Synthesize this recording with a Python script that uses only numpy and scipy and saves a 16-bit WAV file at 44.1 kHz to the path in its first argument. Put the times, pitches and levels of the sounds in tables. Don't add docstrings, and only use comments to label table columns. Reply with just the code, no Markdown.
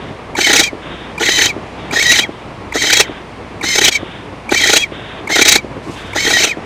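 import sys
import numpy as np
from scipy import signal
from scipy.fft import rfft, irfft, next_fast_len
from scipy.io import wavfile
from scipy.ndimage import uniform_filter1d, map_coordinates

SR = 44100
rng = np.random.default_rng(int(sys.argv[2]) if len(sys.argv) > 2 else 0)


def wav_record(signal):
    frames = np.transpose(np.atleast_2d(signal))
    bounded = np.clip(frames, -1, 1)
    quanta = np.round(bounded * 32767).astype(np.int16)
    wavfile.write(sys.argv[1], SR, quanta)


def voltage_ratio(decibels):
    exponent = np.asarray(decibels, float) / 20
    return 10 ** exponent


N = 293265
T = np.arange(N) / SR

# pitch_hz, density_db
NIGHT_COLOUR = [(20, -49), (35, -1.5), (55, -26), (95, 1.5), (130, -2), (310, -2.5), (550, -5.5),
                (1100, -8.5), (1480, -15), (2250, -15), (4000, -26), (7000, -36), (10500, -47.5),
                (12500, -85), (12900, -90)]
# time_s, level_db
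NIGHT_LEVEL = [(0, -30), (0.35, -32.5), (1.0, -30.5), (2.0, -29), (2.4, -31.5), (5.7, -31.5), (6.65, -29.5)]
# pitch_hz, gain_db
BUZZ_COLOUR = [(6000, -30), (8500, 0), (10500, -9), (11000, -30), (11600, -10), (12400, -10), (12700, -50)]
# start_s, end_s, level_db
FAR_HISSES = [(-.2, 0.166, -36.5), (0.814, 1.156, -35), (1.77, 2.105, -39), (2.309, 2.506, -45),
              (2.894, 3.246, -36), (3.903, 4.286, -36.5), (4.909, 5.267, -35), (5.688, 5.803, -52),
              (5.949, 6.305, -34.5)]
# pitch_hz, density_db
FAR_COLOUR = [(800, -30), (1300, 8.5), (1580, 11.5), (2400, 6), (3150, 9), (3750, 10.5), (3850, -11),
              (4100, -4), (4500, -50)]
# start_s, peak_s, end_s, peak_db, ends_relative_to_peak_db
FEATHER_BRUSH = (5.825, 5.9, 6.14, -40, -8)
# pitch_hz, density_db
FEATHER_COLOUR = [(2500, 2), (4000, -3), (8000, -9), (13000, -23), (13500, -50)]
# pitch_hz, density_db
THUMP_COLOUR = [(60, -30), (120, -5), (330, -1.5), (600, -26), (1200, -19)]
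# centre_s, tap_level_db
BILL_KNOCKS = [(0.7315, -11.5), (0.7527, -22), (1.5657, -13), (1.5781, -20), (2.293, -11.5), (2.3065, -27),
               (3.0964, -13), (4.0313, -11), (4.9214, -14.5), (5.6468, -13), (6.5721, -12.5), (6.5818, -17)]
# centre_hz, width_hz, gain_db
HOLLOW_MODES = [(310, 61, 4.5), (451, 57, 2.5), (626, 55, 0.5), (834.6, 51, -1), (1434, 130, -1.5)]
# time_s, level_db, pitch_hz
OPENING_SQUEAKS = [(0.352, -11.5, 2280), (1.1796, -11, 2370), (1.91, -11.5, 2350), (2.723, -12, 2290),
                   (3.612, -13, 2320), (4.492, -9.5, 2317), (5.2739, -11, 2246), (6.1324, -16, 2267)]
# pitch_hz, density_db
PUFF_COLOUR = [(600, -20), (900, 11), (2500, -21), (8000, -11.0), (13500, -24), (14000, -66)]
# opens_s, tail_begins_s, ends_s, effort_db, last_pitch_hz
CALLS = [(.365, .617, .71, 0.5, 1980), (1.196, 1.473, 1.535, -0.5, 1950), (1.922, 2.203, 2.275, -0.5, 1420),
         (2.738, 3.023, 3.075, -1.5, 1550), (3.626, 3.905, 4.005, -0.5, 1430),
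         (4.505, 4.788, 4.873, -0.5, 1850), (5.292, 5.57, 5.615, 0.5, 2100), (6.148, 6.46, 6.553, -1, 1480)]
CALL_STAGES = [(-28, -27, 1750, -30, .7), (-20, -20, 1800, -25, .5), (-18, -26, 2100, -20, .3),
               (-15.5, -26, 2050, -18, .3), (-12, -23, 2150, -18, .3), (-20, -30, 2250, -21, .4),
               (-21, -36, 2550, -22, .2)]
CALL_ENDING = [(-24, -36, 0, -14), (-40, -40, .5, -23), (-56, -44, 1, -35)]
# time_s, pitch_hz, level_db
HIGH_VOICE = [
    [(0.365, 3334, -40), (0.401, 3023, -29), (0.427, 3223, -27), (0.447, 3046, -16), (0.531, 3211, -24),
     (0.647, 3240, -20), (0.71, 3020, -62)],
    [(1.196, 3050, -36), (1.238, 3198, -23), (1.262, 3256, -23), (1.342, 3076, -20), (1.476, 3125, -19.5),
     (1.488, 3279, -39), (1.535, 3273, -56)],
    [(1.922, 3114, -45), (1.932, 3287, -31), (2.006, 3265, -29), (2.044, 3129, -24), (2.202, 3092, -20.5),
     (2.248, 3332, -28), (2.275, 3133, -44)],
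    [(2.738, 3316, -39), (2.788, 3163, -27), (2.93, 3137, -19), (2.948, 3280, -21), (3.028, 3261, -22.5),
     (3.04, 3035, -30), (3.08, 3344, -47)],
    [(3.626, 3203, -42), (3.664, 3041, -30), (3.854, 3207, -18.5), (3.876, 3120, -12), (3.912, 3331, -29),
     (3.956, 3121, -24), (4.005, 3148, -50)],
    [(4.505, 3156, -43), (4.517, 3290, -36), (4.577, 3045, -24), (4.607, 3328, -21), (4.619, 3154, -21.5),
     (4.833, 3299, -21.5), (4.875, 3086, -55)],
    [(5.292, 3031, -41), (5.302, 3340, -31), (5.328, 3120, -25.5), (5.506, 3275, -19), (5.53, 3330, -29),
     (5.552, 3235, -20), (5.615, 3211, -61)],
    [(6.148, 3321, -45), (6.192, 3040, -29), (6.288, 3238, -23.5), (6.406, 3048, -18.5), (6.446, 3296, -27),
     (6.482, 3068, -25), (6.555, 3256, -46)],
]
# centre_s, level_db, length_ms, low_voice_hz
BREATH_THROBS = [(0.4153, -12, 13.2, 2385), (0.4478, -8.5, 7.9, 1953), (0.472, -9.5, 11.4, 1864),
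                 (0.5116, -19, 11.4, 1821), (0.5358, -3, 8.1, 2610), (0.567, -3.5, 10.6, 2700),
                 (0.6, -2, 11, 2236), (0.64, -8.5, 11, 2370), (1.2615, -15.5, 13.4, 2210),
                 (1.2908, -13, 16, 1929), (1.3216, -10.5, 7.6, 1980), (1.3602, -10, 8, 2220),
                 (1.3898, -9.5, 9.2, 1822), (1.422, -9, 9.1, 1819), (1.4599, -8, 4.8, 1820),
                 (1.9403, -34, 11, 1618), (1.9684, -16, 18, 1820), (1.9968, -13, 9.3, 2018),
                 (2.0279, -7.5, 6.9, 2030), (2.068, -7, 5.5, 1903), (2.101, -6.5, 15.7, 1967),
                 (2.1206, -5.5, 11.7, 2668), (2.1597, -23, 9.6, 1834), (2.1951, -8.5, 8.5, 1868),
                 (2.7574, -20.5, 20.3, 1860), (2.8255, -14, 13, 1962), (2.8732, -16, 8, 1860),
                 (2.9056, -6, 8.3, 1575), (2.9346, -4, 13, 2440), (2.973, -6, 8.3, 2355),
                 (3.0063, -1, 14, 2672), (3.6417, -24, 10.8, 1847), (3.6884, -10.5, 6.4, 2105),
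                 (3.759, -10, 11, 1940), (3.787, -10, 12.1, 2260), (3.8175, -11, 9.1, 1809),
                 (3.8515, -3, 15.2, 2567), (3.884, -5.5, 10.6, 2642), (3.9276, -13.5, 7.9, 2344),
                 (3.9586, -13, 15.5, 2340), (4.5482, -12.5, 7.6, 1943), (4.5797, -11, 9.6, 2310),
                 (4.616, -15, 7, 2014), (4.642, -10.5, 7.1, 1962), (4.674, -10, 7.8, 1977),
                 (4.7014, -9, 9.8, 1969), (4.7376, -5.5, 9.2, 2633), (4.77, -2.5, 14.4, 2664),
                 (5.3605, -8.5, 12.2, 2044), (5.3924, -10.5, 11.5, 1630), (5.422, -3.5, 14.5, 2344),
                 (5.4558, -4.5, 9.05, 1850), (5.4897, 1, 15.7, 2578), (5.5238, 1.5, 11.5, 2620),
                 (5.559, -5.5, 11.7, 2248), (6.187, -28, 6.3, 1913), (6.2075, -16, 7.7, 2182),
                 (6.2773, -27, 6.9, 1905), (6.3042, -17, 13.5, 2468), (6.339, -9.5, 10.4, 1878),
                 (6.3669, -16, 9.9, 1899), (6.4014, -21, 13.2, 2323), (6.443, -8.5, 11.9, 2738)]
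# centre_s, level_change_db, length_ms
BREATH_CATCHES = [(.5253, -17, 4.7), (3.8024, -14.5, 8.8), (3.905, -22, 12), (5.3757, 1, 7.6),
                  (5.442, -10.5, 11.7)]
# time_s, level_db, length_ms
CHEST_GULPS = [(0.391, -8.5, 5.9), (0.4725, -12.5, 6.5), (0.5056, -12.5, 15), (0.5369, -13.5, 27),
               (0.5592, -14.5, 5.9), (0.604, -13.5, 23), (1.2219, -16, 21), (1.2919, -11.5, 5.6),
               (1.3906, -26, 7.4), (1.4238, -33, 6.5), (1.937, -14.5, 8.4), (1.9724, -18, 6.8),
               (1.9995, -19.0, 6.9), (2.1252, -12, 6.8), (2.1977, -17, 7.3), (2.7601, -13, 14),
               (2.8446, -15.5, 10.2), (2.9066, -23, 6.6), (2.935, -9, 7.5), (2.9741, -13.5, 6.7),
               (3.0038, -6.5, 8.2), (3.642, -14.5, 6.6), (3.7603, -16, 5.9), (3.7902, -10, 8.9),
               (3.8195, -15.5, 12), (3.8467, -15, 21), (3.8861, -12.5, 9.6), (4.5239, -8, 9.9),
               (4.551, -14.5, 6.3), (4.6151, -20.4, 6.0), (4.6436, -20, 7.6), (4.6615, -10, 7.1),
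               (4.699, -9.5, 7.6), (4.7382, -11, 11), (4.7712, -12, 9.5), (5.3031, -12.5, 6.7),
               (5.3295, -15, 5.8), (5.366, -12.5, 10.8), (5.3952, -9, 9.4), (5.419, -8.5, 8.9),
               (5.462, -18.0, 12.7), (5.4812, -15, 15.4), (5.5598, -7.5, 7.6), (6.1633, -14.5, 9.0),
               (6.2555, -18.5, 7.7), (6.2763, -15, 12.9), (6.307, -9, 9.3), (6.3311, -14.5, 5.6),
               (6.3724, -14, 6.2), (6.4076, -16, 8.9), (6.4471, -15.5, 14.7), (6.4751, -20, 15.5)]
# start_s, end_s, top_hz, low_voice_gain_db
CLEAR_SPELLS = [(0.433, 0.467, 2240, 2), (.62, 0.661, 2444, 1.5), (1.309, 1.378, 2067, -3.5),
                (1.956, 1.99, 1860, 4.5), (2.0, 2.025, 2250, 7.5), (2.055, 2.114, 1962, 4),
                (2.781, 2.816, 2266, -4), (3.656, 3.748, 2151, -1), (3.926, 3.965, 2329, 0),
                (4.556, 4.603, 2331, 4), (4.798, 4.839, 2554, -1), (5.319, 5.352, 2194, 4),
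                (6.189, 6.248, 2235, -2.5), (6.325, 6.383, 1905, 2)]
# multiple_of_low, multiple_of_high, level_db
MIX_PRODUCTS = [(2, 0, -6), (3, 0, -12), (1, 1, -6), (0, 2, -7.5), (2, 1, -11), (1, 2, -18.5)]
# pitch_hz, density_db
BREATH_COLOUR = [(710, -35), (1200, -32), (1310, -10.5), (2120, -3.5), (2540, -3), (2880, -10), (3920, -4),
                 (5550, -11), (6580, -3), (10900, -25.5), (15000, -15.5)]
# centre_hz, width_hz, gain_db
THROAT_MODES = [(1886, 69, 9.5), (2320, 21, 8.5), (2610, 130, 3.5), (3276, 200, 0.5), (3870, 128, 10.5),
                (4413, 55, 8.5), (5900, 250, 2), (7280, 140, -34)]

ATTACK_S, RASPING_S, SETTLE_S, DROP_S = .016, .045, .06, 0.00795
CREST_SHARE = .55
SWELL_HZ, SHORTEST_FADE_S, FADE_STRETCH_HZ_PER_S = 2380, .026, 70000
SQUEAK_RISE_HZ_PER_S, SCOOP_HZ, SCOOP_RISE_HZ_PER_S = 17000, 768, 32300
ARCH_SAG, CLEAR_HISS_DB, CLEAR_CHEST_DB = .07, 1.5, -15.5
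GULP_DECAY = 1.6
LOW_PUSH = .5


def unit(x):
    return x / np.sqrt(np.mean(x ** 2) + 1e-20)


def wobble(rate):
    knots = rng.standard_normal(int(N * rate / SR) + 4)
    return map_coordinates(knots, [T * rate])


def filtered(x, response):
    m = next_fast_len(N + SR // 4)
    spectrum = rfft(x, m) * response(np.fft.rfftfreq(m, 1 / SR))
    return irfft(spectrum, m)[..., :N]


def colour(points):
    f, db = np.transpose(points)
    return lambda hz: voltage_ratio(np.interp(np.log(hz + 1), np.log(f + 1), db, left=-120, right=-120))


def modes(rows):
    def response(f):
        total = 0
        for k, (centre, width, db) in enumerate(rows):
            damping = 1j * f * width
            total = total + (-1) ** k * voltage_ratio(db) * damping / (centre * centre - f * f + damping)
        return total
    return response


def noise(response):
    return unit(filtered(rng.standard_normal(N), response))


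def bump(centre_s, length_ms):
    return np.exp(-np.abs((T - centre_s) / (length_ms / 1600)) ** 2.307)


def gulp(peak_s, length_ms):
    rise_ms = 2 * length_ms / (1 + GULP_DECAY)
    return np.where(T < peak_s, bump(peak_s, rise_ms), bump(peak_s, GULP_DECAY * rise_ms))


def night():
    times, db = np.transpose(NIGHT_LEVEL)
    air = noise(colour(NIGHT_COLOUR))
    rumble = filtered(air, lambda hz: 1 / (1 + (hz / 1400) ** 4))
    hiss = air - rumble
    air = hiss + rumble * voltage_ratio(1.2 * wobble(14) + 1.4 * wobble(60))
    ticks = np.diff(np.floor(128 * T), prepend=0)
    buzz = voltage_ratio(-63.5) * unit(filtered(ticks, colour(BUZZ_COLOUR)))
    hum = voltage_ratio(-40 + 2.6 * wobble(8.8)) * np.sin(2 * np.pi * 61 * T + 0.45 * wobble(12))
    return voltage_ratio(np.interp(T, times, db) + 1.5) * air + buzz + hum


def far_hiss():
    level = 0
    for start, end, db in FAR_HISSES:
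        fade_in, fade_out = np.clip((T - start) / 0.016, 0, 1), np.clip((end - T) / 0.096, 0, 1)
        level = level + voltage_ratio(db) * fade_in * fade_out
    phase = 2 * np.pi * np.cumsum(1578 * (1 + 0.0029 * wobble(30))) / SR
    whistle = voltage_ratio(-14 + 2.5 * wobble(12)) * (np.sin(phase) + .6 * np.sin(2 * phase))
    return level * voltage_ratio(1.5 * wobble(40)) * (noise(colour(FAR_COLOUR)) + whistle)


def rustle():
    start, peak, end, db, ends_db = FEATHER_BRUSH
    swell_db = np.interp(T, [start, peak, end], [db + ends_db, db, db + ends_db], left=-120, right=-120)
    return voltage_ratio(swell_db + 2.1 * wobble(70)) * noise(colour(FEATHER_COLOUR))


def foot_thump():
    return voltage_ratio(-21.5) * bump(5.893, 33) * noise(colour(THUMP_COLOUR))


def knocks():
    taps = np.zeros(N)
    for centre, db in BILL_KNOCKS:
        u = (T - centre) / 0.00054
        taps += voltage_ratio(db) * (1 - u ** 2) * np.exp(-u ** 2 / 2)
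    return taps + voltage_ratio(1) * filtered(taps, modes(HOLLOW_MODES))


def squeaks():
    out, puff = np.zeros(N), noise(colour(PUFF_COLOUR))
    for at, db, hz in OPENING_SQUEAKS:
        t = np.clip(T - at + .002, 0, None)
        x = t / .006
        swell = 1.5 * x ** 1.2 * np.exp(-x ** 1.7)
        phase = 2 * np.pi * (hz * t + SQUEAK_RISE_HZ_PER_S * (t - .014) * t / 2) + 1.5 * wobble(250)
        scoop = .18 * np.sin(2 * np.pi * (SCOOP_HZ + SCOOP_RISE_HZ_PER_S * t / 2) * t)
        out += voltage_ratio(db) * swell * (np.sin(phase) + 0.078 * np.sin(2 * phase) + scoop + 0.35 * puff)
    return out


def stages():
    times, rows = [], []
    for opens, tail, ends, effort_db, last_hz in CALLS:
        swell = ends - SHORTEST_FADE_S - (SWELL_HZ - last_hz) / FADE_STRETCH_HZ_PER_S
        rasp_end = opens + RASPING_S
        times += [opens, opens + ATTACK_S, rasp_end, rasp_end + SETTLE_S, tail - DROP_S, tail,
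                  tail + CREST_SHARE * (swell - tail), swell, (swell + ends) / 2, ends]
        ending = [(hiss, rasp, SWELL_HZ + share * (last_hz - SWELL_HZ), low, 0)
                  for hiss, rasp, share, low in CALL_ENDING]
        effort = effort_db * np.array([1, 1, 0, 1, 0])
        rows += [np.add(row, effort) for row in CALL_STAGES + ending]
    high_times, *high = np.concatenate(HIGH_VOICE).T
    is_open = sum(1. * (T > call[0]) * (T < call[2]) for call in CALLS)
    controls = [np.interp(T, times, column) for column in np.transpose(rows)]
    high_controls = [np.interp(T, high_times, column) for column in high]
    return controls + high_controls + [uniform_filter1d(is_open, size=300)]


def spells(low_hz):
    clear = gain_db = 0
    for start, end, top_hz, db in CLEAR_SPELLS:
        inside = np.clip(np.minimum(T - start, end - T) / .006 + .5, 0, 1)
        arch = top_hz * (1 - ARCH_SAG * (2 * (T - start) / (end - start) - 1) ** 2)
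        clear, gain_db = clear + inside, gain_db + db * inside
        low_hz = low_hz + inside * (arch - low_hz)
    return clear, gain_db, low_hz


def owl():
    hiss_db, rasp_db, low_hz, low_db, unsteady, high_hz, high_db, breathing = stages()
    throb = 0
    for at, db, ms, hz in BREATH_THROBS:
        throb = throb + voltage_ratio(db - 4.0) * bump(at, ms)
        low_hz = low_hz + (hz - low_hz) * bump(at, 1.5 * ms)
    clear, gain_db, low_hz = spells(low_hz)
    low_db, rasp_db = low_db + gain_db, rasp_db + CLEAR_CHEST_DB * clear

    flow = np.hypot(voltage_ratio(hiss_db - 2.5 + CLEAR_HISS_DB * clear), throb)
    push = flow / uniform_filter1d(flow, size=3000)
    gulps = sum(voltage_ratio(db) * gulp(at - .001, ms) for at, db, ms in CHEST_GULPS)
    rasp = np.hypot(voltage_ratio(rasp_db) * push, gulps)
    chaos = np.clip(7 * rasp + unsteady, 0, 1) * (1 - 0.64 * clear)

    low_jitter = (.18 + 1.7 * chaos) * wobble(380)
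    low = 2 * np.pi * np.cumsum(low_hz * (1 + .012 * wobble(60))) / SR + low_jitter
    high_jitter = (.12 + 1.5 * chaos ** 2) * wobble(340)
    high = 2 * np.pi * np.cumsum(high_hz * (1 + .004 * wobble(60))) / SR + high_jitter

    def flutter():
        return 1 + np.clip(.3 + 1.3 * chaos, 0, 1) * np.tanh(1.3 * wobble(130))

    low_tone = voltage_ratio(low_db + 3) * push ** LOW_PUSH * flutter() * np.sin(low)
    high_tone = voltage_ratio(high_db + 4.5) * flutter() * np.sin(high)
    both = np.clip(voltage_ratio(high_db - low_db + 18.5), 0, 1)
    products = 0
    for m, n, db in MIX_PRODUCTS:
        level = voltage_ratio(db) * both ** n * (1 + 0.31 * (1 - both))
        products = products + level * flutter() * np.sin(m * low + n * high)

    throat = modes(THROAT_MODES)
    air = noise(lambda hz: colour(BREATH_COLOUR)(hz) * (1 + np.abs(throat(hz))))
    air = unit(air * (1 + 0.38 * np.cos(low)) * voltage_ratio(0.87 * wobble(260)))
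    chest = noise(lambda hz: modes(HOLLOW_MODES)(hz) / (1 + (230 / (hz + 1)) ** 6))
    chest = rasp * unit(chest * voltage_ratio(2.2 * wobble(90)))

    opening = breathing * voltage_ratio(sum(db * bump(at, ms) for at, db, ms in BREATH_CATCHES))
    voices = push ** 0.25 * (low_tone + high_tone) + flow * products
    voices = filtered(voices, lambda hz: 0.76 + 0.3 * np.abs(throat(hz)))
    return opening * (voices + flow * (0.78 + .5 * chaos) * air + chest)


def box(x):
    t = T[:SR // 8]
    tail = rng.standard_normal(len(t)) * voltage_ratio(-60 * t / .045)
    return signal.fftconvolve(x, tail / np.linalg.norm(tail))[:N]


def scene():
    near = foot_thump() + knocks() + squeaks() + owl()
    near = near + voltage_ratio(-14) * box(near)
    mono = night() + far_hiss() + rustle() + near
    return np.array([mono, mono])


def low_pass(x):
    return signal.sosfilt(signal.butter(12, 15630, fs=SR, output="sos"), x)


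def record(dry):
    x = dry / (1 + np.abs(dry / 1.04) ** 6) ** (1 / 6)
    x = filtered(x, lambda hz: 1 / (1 + (hz / 15100) ** 40))
    hz, _, z = signal.stft(x[0], SR, nperseg=1024)
    field = uniform_filter1d(rng.standard_normal(z.shape), size=14, axis=0)
    field = unit(uniform_filter1d(field, size=3, axis=1))
    random_phase = np.exp(2j * np.pi * rng.random(z.shape))
    patches = (field > .6) * (hz[:, None] > 1900) * random_phase
    flicker = voltage_ratio(-16) * signal.istft(z * patches, nperseg=1024)[1][:N]
    mix = x + np.array([flicker, -flicker])
    return low_pass(mix)


dry = scene()
out = record(dry)
wav_record(out)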